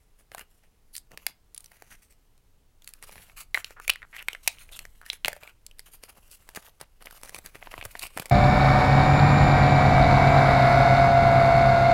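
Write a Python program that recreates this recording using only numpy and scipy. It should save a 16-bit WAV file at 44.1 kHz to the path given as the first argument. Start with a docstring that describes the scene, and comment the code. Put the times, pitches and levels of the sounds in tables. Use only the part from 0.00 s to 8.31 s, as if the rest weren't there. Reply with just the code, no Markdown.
"""In a small room, close to the microphone, fingers pick little plastic toy parts out of a thin plastic egg half.
The empty half is squeezed until it creaks and snaps, then dropped among other eggs; a folded leaflet is opened.
Each contact is a dull knock, a short ring and a bright crack, all set off by a push and its fine chatter.
Between them skin, plastic and paper rub as coloured grains and hiss; soft puffs are damped low swings.
A short diffuse room tail, steady room tone and a low rumble lie behind."""
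import sys
import numpy as np
from scipy import signal
from scipy.fft import rfft, irfft, next_fast_len
from scipy.io import wavfile

SR = 44100
rng = np.random.default_rng(int(sys.argv[2]) if len(sys.argv) > 2 else 0)


def to_wav(sig):
    """Store sig (one row per channel, or 1-D mono) as 16-bit WAV at the path in sys.argv[1].

    Samples outside -1..1 are clipped; the rate is SR.
    """
    pcm = np.clip(np.atleast_2d(sig), -1, 1) * 32767
    pcm = np.round(pcm).astype(np.int16)
    wavfile.write(sys.argv[1], SR, pcm.T)  # frames by channels


N = 366471
TIME = np.arange(N) / SR
CONTACT_TIME = np.arange(1024) / SR
CUTOFF_HZ = 16000
LEVEL_WINDOW_S = 0.005   # burst levels are stated as rms over this span

# colours of bending, scraping and hissing surfaces: pitch_hz, density_db (relative, per Hz)
BENDING_COLOUR = [(60, 3), (110, 2), (190, -0.5), (330, -6), (600, -0.5), (1100, -3.5), (1600, -15)]
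SCRAPING_COLOUR = [(800, -17), (1250, -2), (2100, -1.5), (2900, -0.5), (3900, -16.5), (5200, -18.5)]
HISSING_COLOUR = [(2800, -10), (4400, -5), (5400, -5), (6500, -5.5), (9800, -0.5), (12500, -1),
                  (16000, -8.5)]


def from_db(db):
    """Decibels to gain."""
    return 10 ** (np.asarray(db) / 20)


def rms_one(x):
    """Scale to unit rms."""
    return x / np.sqrt(np.mean(x ** 2) + 1e-20)


def unit_burst(x):
    """Scale a burst to the energy of unit rms over the level window."""
    return x * np.sqrt(LEVEL_WINDOW_S * SR / (np.sum(x ** 2) + 1e-20))


def in_time(rows):
    """Each column of a curve at every sample."""
    s, *columns = np.transpose(rows)
    return [np.interp(TIME, s, column) for column in columns]


def at_hz(points, hz):
    """Read a table on a log-frequency axis."""
    f, value = np.transpose(points)
    return np.interp(np.log(hz + 1), np.log(f), value)


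def colour(x, points):
    """Minimum-phase filter with the given spectrum, falling 20 dB an octave for two octaves past its ends."""
    size = next_fast_len(len(x) + 2048, True)
    hz = np.fft.rfftfreq(size, 1 / SR) + 1
    octaves_outside = np.abs(np.log2(hz / np.clip(hz, points[0][0], points[-1][0])))
    level_db = at_hz(points, hz) - 20 * np.minimum(octaves_outside, 2)
    # folding the cepstrum onto positive time makes the filter causal
    cepstrum = irfft(np.log(from_db(level_db)), size)
    cepstrum[1:size // 2] *= 2
    cepstrum[size // 2 + 1:] = 0
    response = np.exp(rfft(cepstrum))
    return irfft(rfft(x, size) * response, size)[:len(x)]


def ring(x, hz, t60):
    """One damped mode that falls 60 dB in t60 seconds."""
    r = 1000 ** (-1 / (t60 * SR))
    w = 2 * np.pi * hz / SR
    return signal.lfilter([1, 0, -1], [1, -2 * r * np.cos(w), r * r], x)


def soften(x, hz):
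    """Second-order low-pass."""
    return signal.sosfilt(signal.butter(2, min(hz, SR / 2 - 1), fs=SR, output="sos"), x)


def add(out, s, sound):
    """Mix a sound in at a time."""
    i = int(np.clip(round(s * SR), 0, N - 1))
    out[i:i + len(sound)] += sound[:N - i]


def drift(per_s):
    """Smooth random wandering of unit rms."""
    knots = rng.standard_normal(4096)
    return rms_one(np.interp(TIME * per_s, np.arange(len(knots)), knots))


def contacts(rows, chatter, chatter_s, crack_s, knock_hz, knock_t60, lowest_hz):
    """A sudden push, then a few milliseconds of fine chatter while the surfaces settle."""
    # spectrum of the bright crack: pitch_hz, density_db (relative, per Hz)
    crack_colour = [(1500, -7), (3200, -5.5), (4600, 1), (6500, -4), (10000, 1), (13000, -4), (16000, -9)]
    # a second mode that rings half as long: times the ring's pitch, level [dB]
    overtone_ratio, overtone_db = 1.937, -14
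    out, t = np.zeros(N), CONTACT_TIME
    # a small object hardly radiates its lowest frequencies
    low_cut = signal.butter(2, lowest_hz, "high", fs=SR, output="sos")
    for s, knock_db, ring_db, ring_hz, ring_t60, crack_db in rows:
        chatter_noise, crack_noise, grip_noise = rng.standard_normal((3, len(t)))
        settle = chatter * unit_burst(chatter_noise * np.exp(-(t / chatter_s) ** 2))
        impulse = unit_burst(1.0 * (t == 0))
        push = signal.sosfilt(low_cut, impulse + 0.93 * settle)

        # the grip changes the pitch of the knock from one touch to the next
        gripped_hz = knock_hz * np.exp(0.12 * grip_noise[0])
        knock = soften(ring(push, gripped_hz, knock_t60), 2300)

        main_mode = soften(ring(push, ring_hz, ring_t60), 1.2 * ring_hz)
        overtone = ring(push, min(overtone_ratio * ring_hz, CUTOFF_HZ), ring_t60 / 2)
        tone = unit_burst(main_mode) + from_db(overtone_db) * unit_burst(overtone)

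        crack = colour(unit_burst(crack_noise * np.exp(-t / crack_s)) + settle, crack_colour)

        hit = from_db(knock_db) * unit_burst(knock)
        hit += from_db(ring_db) * unit_burst(tone)
        hit += from_db(crack_db) * unit_burst(crack)
        add(out, s, hit)
    return out


def toy_clinks():
    """Hard little toy parts touch: short high rings and cracks with almost no knock."""
    # touches, levels over 5 ms: start_s, ring_db, ring_hz, crack_db
    touches = [(0.953, -41, 4480, -40.5), (0.9653, -40, 9800, -35.5), (0.98, -38, 8900, -44),
               (1.546, -40.5, 10560, -46), (1.5642, -59, 3140, -55), (1.578, -36.5, 9630, -44.5),
               (1.606, -51, 9500, -53), (1.6432, -50, 8300, -50), (1.6598, -51, 6000, -51.5),
               (2.8213, -56, 3420, -57.5), (2.8445, -67, 9050, -50.5), (2.8903, -47, 11050, -66),
               (5.6651, -45.5, 7900, -41), (5.7124, -51, 2920, -61)]
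    # too light to knock much, however hard they meet
    knock_db, ring_t60 = -67, 0.0061
    rows = [(s, knock_db, ring_db, hz, ring_t60, crack_db) for s, ring_db, hz, crack_db in touches]
    return contacts(rows, chatter=1.0, chatter_s=0.0032, crack_s=0.00017,
                    knock_hz=735, knock_t60=0.0021, lowest_hz=350)


def cup_snaps():
    """The thin cup is knocked or buckles; the grip sets the pitch and damping of its ring."""
    # snaps, levels over 5 ms: start_s, knock_db, ring_db, ring_hz, ring_t60_s, crack_db
    snaps = [(0.3176, -51, -46, 1890, .002, -53), (0.3479, -37, -48, 1540, .014, -41),
             (0.3816, -66, -42, 1800, .005, -45), (0.3941, -69, -45, 1660, .002, -42.5),
             (0.636, -66, -75, 1800, .004, -68), (1.1173, -57, -53, 1760, .005, -55),
             (1.1749, -52, -40.5, 2150, .002, -41), (1.2661, -39.5, -27.5, 2260, .004, -22.5),
             (1.7175, -59, -53, 1960, .003, -58.5), (1.7685, -70, -66, 2000, .004, -62),
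             (1.8223, -46.5, -51, 1720, .002, -50), (2.3785, -81, -74.5, 2200, 0.0037, -66),
             (2.8756, -66, -47, 2450, .003, -39.5), (2.9369, -74, -53.5, 2450, .009, -43),
             (3.0262, -52, -45.5, 2030, .005, -43.5), (3.0936, -46.5, -51, 2290, .005, -58),
             (3.157, -49.5, -53, 2000, .004, -53), (3.1802, -59, -47, 1960, .005, -62),
             (3.2976, -67, -52, 2330, .003, -71), (3.5448, -44, -18.5, 2125, .032, -31),
             (3.5496, -67, -21.5, 1945, .016, -55), (3.5746, -44.5, -25.5, 1700, .006, -52),
             (3.6451, -53.5, -32, 3700, .0014, -41), (3.7074, -48, -51, 1470, .019, -53),
             (3.7995, -63.5, -39.5, 1400, .011, -51), (3.8791, -42.5, -25.5, 2360, .009, -29),
             (3.8959, -46, -16, 2570, 0.011, -27.5), (3.8997, -53.5, -15, 2800, .006, -20.5),
             (3.9359, -61.5, -41.5, 2570, .011, -47.5), (3.9581, -77, -38, 1950, .005, -48),
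             (4.0194, -84, -44.5, 1840, .004, -74), (4.0285, -82, -39.5, 1830, .009, -80),
             (4.1654, -61.5, -39, 1950, .011, -47), (4.2254, -57, -46, 2790, .008, -45),
             (4.2846, -66.5, -21.5, 2200, .0065, -31.5), (4.3312, -49, -37.5, 2860, .008, -43.5),
             (4.3496, -52.5, -35, 1980, .006, -55.5), (4.4759, -29, -19.5, 2470, .006, -18.5),
             (4.478, -43.5, -29, 2200, .012, -19.5), (4.4812, -46, -27.5, 2620, .005, -30),
             (4.5853, -69, -49, 2840, .005, -62), (4.691, -63, -49.5, 2320, .003, -63),
             (4.7911, -79, -37.5, 2530, .004, -36.5), (4.8527, -54.5, -42.5, 1720, .008, -48),
             (5.015, -77, -46.5, 1550, .002, -56), (5.0632, -78, -44.5, 1810, .015, -47.5),
             (5.1008, -69, -24, 3580, 0.0024, -42.5), (5.1315, -47.5, -39.5, 2380, .003, -39.5),
             (5.2475, -62.5, -19, 3020, 0.0017, -32.5), (5.2582, -38.5, -28, 2740, .0016, -34),
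             (5.282, -27, -23.5, 1910, .003, -25), (5.3302, -43.5, -37, 1780, .011, -41),
             (5.3648, -46.5, -57, 1950, .002, -52), (5.4339, -50, -44, 2320, .01, -53),
             (5.4756, -52, -43.5, 2240, .01, -57.5)]
    return contacts(snaps, chatter=0.74, chatter_s=0.003, crack_s=0.0003,
                    knock_hz=631, knock_t60=0.005, lowest_hz=290)


def creaking(jitter, uneven_db, wall_t60):
    """Under pressure the scrape locks into nearly regular slips that ring the cup wall."""
    # stick-slip runs: start_s, length_s, slips_per_s, ring_hz, level_db
    creaks = [(3.763, 0.041, 480, 1490, -52), (4.03, 0.024, 240, 1490, -54.5),
              (4.128, .045, 287, 2070, -47.5), (4.182, 0.02, 360, 2720, -42),
              (4.205, 0.022, 430, 2000, -48), (4.724, 0.03, 650, 3640, -49),
              (5.024, 0.027, 160, 1500, -57.5), (5.056, 0.043, 230, 1900, -59.5)]
    out = np.zeros(N)
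    for start, length, per_s, hz, db in creaks:
        gaps, sizes = rng.standard_normal((2, 64))
        at = np.cumsum(np.exp(jitter * gaps)) / per_s - 1 / (2 * per_s)
        inside = (at >= 0) & (at < length)
        slips = np.zeros(int(length * SR) + 256)   # room for the last ring to die
        slips[(at[inside] * SR).astype(int)] = from_db(uneven_db * sizes[inside])
        creak = soften(ring(slips, hz, wall_t60), 0.9 * hz)
        add(out, start, from_db(db) * rms_one(creak))
    return out


def shifting_body(x, hold_s, body_db, body_s):
    """The piece rings for a few milliseconds, and its many small resonances shift with each new grip."""
    hop = int(hold_s * SR)
    out, t = np.zeros(N), CONTACT_TIME
    # overlapping spans cross-fade from one random body to the next
    for start in range(-hop, N, hop):
        span = np.arange(max(start, 0), min(start + 2 * hop, N))
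        fade = np.sin(np.pi * (span - start) / (2 * hop))
        direct = unit_burst(1.0 * (t == 0))
        resonances = unit_burst(rng.standard_normal(len(t)) * np.exp(-t / body_s))
        body = direct + from_db(body_db) * resonances
        add(out, span[0] / SR, signal.fftconvolve(x[span] * fade, body))
    return out


def friction(spectrum, grains_per_s, spread_db, smooth, grip):
    """Tiny slips of uneven size over a smooth hiss; both swell when the grip tightens."""
    sizes = from_db(spread_db * np.minimum(rng.exponential(1, N), 3.5)) * rng.choice([-1, 1], N)
    grains = rms_one(sizes * (rng.random(N) < grains_per_s / SR))
    slips = (grains + smooth * rng.standard_normal(N)) * grip
    rung = shifting_body(slips, hold_s=0.14, body_db=-1, body_s=0.0011)
    return rms_one(colour(rung, spectrum))


def strokes(rows, flex_db, flex_per_bright):
    """Gains of flex, scrape and hiss: a stroke builds up, holds and dies away; brightness sets its balance."""
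    attack_s, release_s = 0.011, 0.012
    gains = np.zeros((3, N))
    for start, length, db, bright in rows:
        t = np.arange(int((length + 6 * release_s) * SR)) / SR
        swell = np.minimum(t / attack_s, 1) * np.exp(-np.maximum(t - length, 0) / release_s)
        offsets_db = (flex_db - flex_per_bright * bright, 0, bright)
        for layer, layer_db in zip(gains, offsets_db):
            add(layer, start, from_db(db + layer_db) * swell)
    return gains


def plastic_rubbing():
    """Skin and toy parts rub the cup: its wall flexes, its surface scrapes and hisses."""
    # loose parts slide in the cup, or the cup over the eggs: start_s, length_s, scrape_level_db, brightness_db
    slides = [(0.18, .025, -66.5, 2.5), (0.312, 0.042, -61, 0.5), (0.368, 0.046, -52, -1.5),
              (0.49, 0.092, -82, 10.5), (0.625, 0.02, -71, -4), (0.928, 0.056, -74.5, 23),
              (1.103, 0.047, -60, -4), (1.172, 0.13, -64.5, -0.5), (1.262, 0.023, -60, 6),
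              (1.708, 0.026, -65, 2), (1.9, 0.048, -57, 0), (2.015, .04, -71, 9.5), (2.095, 0.03, -68.5, 5),
              (5.25, 0.043, -44, -3), (5.31, 0.064, -57.5, -6), (5.402, 0.093, -53, -8.5)]
    # fingers drag over the tightly held cup: start_s, length_s, scrape_level_db, brightness_db
    drags = [(1.55, 0.13, -74, 6), (2.81, 0.16, -72, 0.5), (2.87, 0.013, -64.5, 9), (3.36, 0.052, -49, 5.5),
             (3.55, 0.05, -43.5, -1.5), (3.64, 0.086, -58, -2), (3.808, 0.089, -60.5, 4),
             (3.898, 0.025, -51.5, -7), (4.14, 0.076, -54, -3.5), (4.295, .05, -53.5, -7),
             (4.425, 0.057, -57, 6), (4.478, 0.065, -65.5, 7), (4.585, 0.04, -59, 8.5),
             (4.71, 0.057, -53.5, 4), (4.788, 0.042, -59, -2), (5.045, 0.093, -62.5, 5),
             (5.122, 0.025, -52, 3)]
    # faint skin contact while things are held: time_s, scrape_level_db
    holding = [(0, -83), (1.5, -87.5), (1.8, -68.5), (2.2, -83.5), (2.75, -92.5), (3.2, -63), (3.48, -82),
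               (4.65, -66.5), (4.92, -74), (5.6, -80.5), (6.5, -70), (6.95, -83.5), (7.3, -66), (8.31, -68)]
    held_db, = in_time(holding)
    held = from_db(held_db) * from_db([[-3], [0], [3]])   # flex, scrape, hiss
    gains = strokes(slides, flex_db=-3, flex_per_bright=0.45)
    gains += strokes(drags, flex_db=-14, flex_per_bright=-0.2)
    grip = from_db(2.2 * drift(110))
    flex = friction(BENDING_COLOUR, grains_per_s=600, spread_db=6.5, smooth=0.35, grip=grip)
    scrape = friction(SCRAPING_COLOUR, grains_per_s=260, spread_db=2.5, smooth=0.61, grip=grip)
    hiss = friction(HISSING_COLOUR, grains_per_s=4200, spread_db=6.0, smooth=0.8, grip=grip)
    return np.sum(np.hypot(gains, held) * [flex, scrape, hiss], axis=0)


def eggs(cup):
    """The hollow eggs under the fallen cup pick up its sound in one low resonance."""
    from_s, until_s = 5.24, 7
    egg_hz, egg_t60, egg_db = 590, 0.076, 4
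    touching = cup * ((TIME > from_s) & (TIME < until_s))
    gain_at_peak = egg_t60 * SR / np.log(1000)
    return from_db(egg_db) * ring(touching, egg_hz, egg_t60) / gain_at_peak


def cascade(rows, spread_s, weaker_db, count):
    """A crease never buckles alone: weaker snaps at other pitches crowd round each main one."""
    # every crease rings near this pitch
    crease_hz, crease_t60, pitch_octaves = 2200, 0.0042, 0.24
    snaps = []
    for s, knock_db, ring_db, crack_db in rows:
        ring_hz = crease_hz * 2 ** (pitch_octaves * rng.standard_normal())
        snaps.append((s, knock_db, ring_db, ring_hz, crease_t60, crack_db))
        for when, size, pitch in rng.standard_normal((count, 3)):
            less = weaker_db + 2 * size
            snaps.append((s + spread_s * when, knock_db + less, ring_db + less,
                          ring_hz * 2 ** (pitch / 2), crease_t60 / 2, crack_db + less))
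    return snaps


def paper_snaps():
    """Creases of the leaflet buckle in small clusters of dry snaps."""
    # main snaps, levels over 5 ms: start_s, knock_db, ring_db, crack_db
    creases = [(5.794, -54.5, -46, -39), (6.0368, -46, -48.5, -42), (6.3138, -75, -70, -48.5),
               (6.49, -48, -48.5, -45), (6.549, -51, -47, -45), (6.5606, -52, -44, -38.5),
               (6.5725, -37.5, -41.5, -60), (6.8127, -42, -67, -38.5), (7.024, -49.5, -58, -49.5),
               (7.0579, -52, -61, -44), (7.0707, -50, -40.5, -59), (7.1095, -60, -48, -47),
               (7.175, -64, -57, -54), (7.2336, -43, -57, -41), (7.2582, -69, -62, -49),
               (7.294, -48.5, -45.5, -41.5), (7.346, -40.5, -38, -37), (7.4609, -65, -45.5, -38),
               (7.5551, -44.5, -47, -50), (7.6263, -44.5, -40.5, -74), (7.672, -39, -55, -66),
               (7.7175, -49, -49, -49), (7.74, -38, -38.5, -53), (7.779, -37.5, -42.5, -54),
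               (7.8127, -67, -36, -56), (7.8263, -41, -38, -54), (7.8521, -39.5, -42.5, -35),
               (7.8575, -42.5, -45.5, -51), (7.953, -38.5, -37, -54), (7.9939, -54, -46, -34.5),
               (8.029, -47, -55, -36), (8.068, -58, -46.5, -40.5), (8.1747, -29.5, -34, -34),
               (8.1853, -41, -43, -45), (8.1979, -34.5, -38, -32.5), (8.2231, -43, -46, -52),
               (8.2573, -46, -40, -39), (8.2972, -53, -46, -41)]
    crinkles = cascade(creases, spread_s=0.0092, weaker_db=-16, count=2)
    return contacts(crinkles, chatter=0.73, chatter_s=0.0037, crack_s=0.00038,
                    knock_hz=580, knock_t60=0.0026, lowest_hz=86.3)


def crackle(per_s, spread_db, cycles, low_hz, high_hz, count):
    """Single fibres and tiny creases give way, each with a dry tick at one of several pitches."""
    sizes = from_db(spread_db * np.minimum(rng.exponential(1, N), 2.5)) * rng.choice([-1, 1], N)
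    ticks = sizes * (rng.random(N) < per_s / SR)
    dealt = rng.integers(0, count, N)   # which pitch each tick gets
    out = np.zeros(N)
    for k, hz in enumerate(np.geomspace(low_hz, high_hz, count)):
        out += rms_one(ring(ticks * (dealt == k) + 1e-18, hz, cycles / hz))
    return rms_one(out)


def paper_rubbing():
    """The leaflet bends with sparse dry ticks while its faces hiss over each other."""
    # paper slides on paper and skin: start_s, length_s, base_level_db, brightness_db
    rustles = [(3.015, 0.03, -57.5, 6), (3.06, .12, -58, 6.5), (3.195, 0.046, -59.5, 9.5),
               (3.26, 0.051, -71.5, 4), (5.855, 0.028, -59, 5), (5.91, 0.042, -65.5, 12.5),
               (6.022, 0.016, -59, 12.5), (6.078, 0.023, -59.5, 1), (6.148, 0.028, -61, 1.5),
               (6.22, 0.085, -68.5, 1), (6.305, 0.046, -63.5, 9), (6.39, 0.17, -71, 0),
               (6.553, 0.029, -48.5, 7), (6.615, 0.073, -56.5, 5), (6.797, 0.036, -52.5, -0.5),
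               (7.0, 0.017, -58.5, -4), (7.048, 0.019, -53, -0.5), (7.1, 0.082, -60, 3.5),
               (7.222, 0.063, -54.5, 1), (7.318, 0.07, -56.5, 4), (7.438, 0.03, -51, 0),
               (7.54, 0.01, -48.5, -4), (7.605, 0.13, -62.5, 0), (7.703, 0.089, -56.5, -4),
               (7.84, 0.0087, -50, 3), (7.88, 0.17, -64, 5), (7.985, 0.079, -51, 1.5), (8.1, .06, -60, 4),
               (8.16, 0.062, -52, 4.5), (8.23, 0.14, -60.5, -12)]
    grip = from_db(4.7 * drift(80))
    flex = friction(BENDING_COLOUR, grains_per_s=300, spread_db=8.0, smooth=0.55, grip=grip)
    scrape = friction(SCRAPING_COLOUR, grains_per_s=430, spread_db=5.0, smooth=0.93, grip=grip)
    hiss = friction(HISSING_COLOUR, grains_per_s=1000, spread_db=2.5, smooth=0.79, grip=grip)
    ticks = crackle(per_s=190, spread_db=6, cycles=4.5, low_hz=556, high_hz=6000, count=10)
    layers = [from_db(-2.5) * flex, from_db(-0.5) * scrape + from_db(-5.0) * ticks, hiss]
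    return np.sum(strokes(rustles, flex_db=2, flex_per_bright=0.58) * layers, axis=0)


def puffs(cycles):
    """A broad surface swings a few times and pushes the air, falling 60 dB in the given cycles."""
    # the sheet flaps or the cup lands, levels over 5 ms: start_s, level_db, pitch_hz
    pushes = [(3.166, -47, 79.4), (5.252, -42, 175), (5.281, -46, 150.6), (6.181, -56, 210),
              (6.573, -41, 200), (6.816, -53, 149), (7.786, -42, 92.5), (7.857, -38, 100),
              (8.166, -39, 264), (8.199, -36.5, 153)]
    out, t = np.zeros(N), np.arange(SR // 8) / SR
    for s, db, hz in pushes:
        swing = np.sin(2 * np.pi * hz * t) * 1000 ** (-t * hz / cycles)
        add(out, s, from_db(db) * unit_burst(swing))
    return out


def room(x, wet_db, first_echo_s):
    """A diffuse noise tail fades in after the first echo time; each band dies at its own rate."""
    # how long the room rings: pitch_hz, t60_s
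    decay = [(200, 0.053), (1000, 0.21), (4000, 0.18), (9000, 0.11), (16000, 0.24)]
    wall_colour = [(200, 7.5), (2500, -4.0), (5000, 5.0), (12000, -16)]   # pitch_hz, level_db
    t = np.arange(SR // 2) / SR
    edges, tail = np.geomspace(120, 17000, 9), np.zeros(len(t))
    for low, high in zip(edges, edges[1:]):
        band_pass = signal.butter(2, [low, high], "band", fs=SR, output="sos")
        band = signal.sosfilt(band_pass, rng.standard_normal(len(t)))
        hz = np.sqrt(low * high)
        tail += from_db(at_hz(wall_colour, hz)) * band * 1000 ** (-t / at_hz(decay, hz))
    tail *= np.clip(t / first_echo_s - 1, 0, 1)
    return from_db(wet_db) * signal.fftconvolve(x, tail / np.sqrt(np.sum(tail ** 2)))[:N]


def background():
    """Steady room tone and a low rumble that follows the moving hands."""
    # the hands stir the air at the microphone: time_s, level_db
    stirring = [(0, -58.5), (2.9, -59.5), (3.1, -55.5), (4.5, -55), (4.79, -48), (5.0, -55.5), (7.0, -59),
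                (7.7, -52.5), (7.8, -51.5), (8.31, -55.5)]
    # spectra of the rumble and of the room tone: pitch_hz, density_db (relative, per Hz)
    rumble_colour = [(20, 4.5), (35, -9), (70, -17), (120, -24), (250, -37)]
    floor_colour = [(60, -1), (130, -5.5), (250, -7.5), (390, -9), (440, -5.5), (520, -12.5), (700, -12),
                    (1600, -18.5), (5000, -22), (16000, -25.5)]
    floor_db = -71
    rumble_db, = in_time(stirring)
    rumble = from_db(rumble_db) * rms_one(colour(rng.standard_normal(N), rumble_colour))
    room_tone = from_db(floor_db) * rms_one(colour(rng.standard_normal(N), floor_colour))
    return rumble + room_tone


def scene():
    """Toy parts, cup and leaflet in the room."""
    toys = toy_clinks()
    cup = cup_snaps() + plastic_rubbing() + creaking(jitter=0.16, uneven_db=2.5, wall_t60=0.0045)
    paper = paper_snaps() + paper_rubbing()
    hands = toys + cup + eggs(cup) + paper + puffs(cycles=4.6)
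    return (hands + room(hands, wet_db=-22.5, first_echo_s=0.0037) + background())[None]


def record(dry):
    """The loudest snaps are rounded a little; the top is cut steeply."""
    rounded = 0.75 * np.tanh(dry / 0.75)
    return signal.sosfilt(signal.ellip(10, 0.1, 80, CUTOFF_HZ, fs=SR, output="sos"), rounded)


dry = scene()
out = record(dry)
to_wav(out)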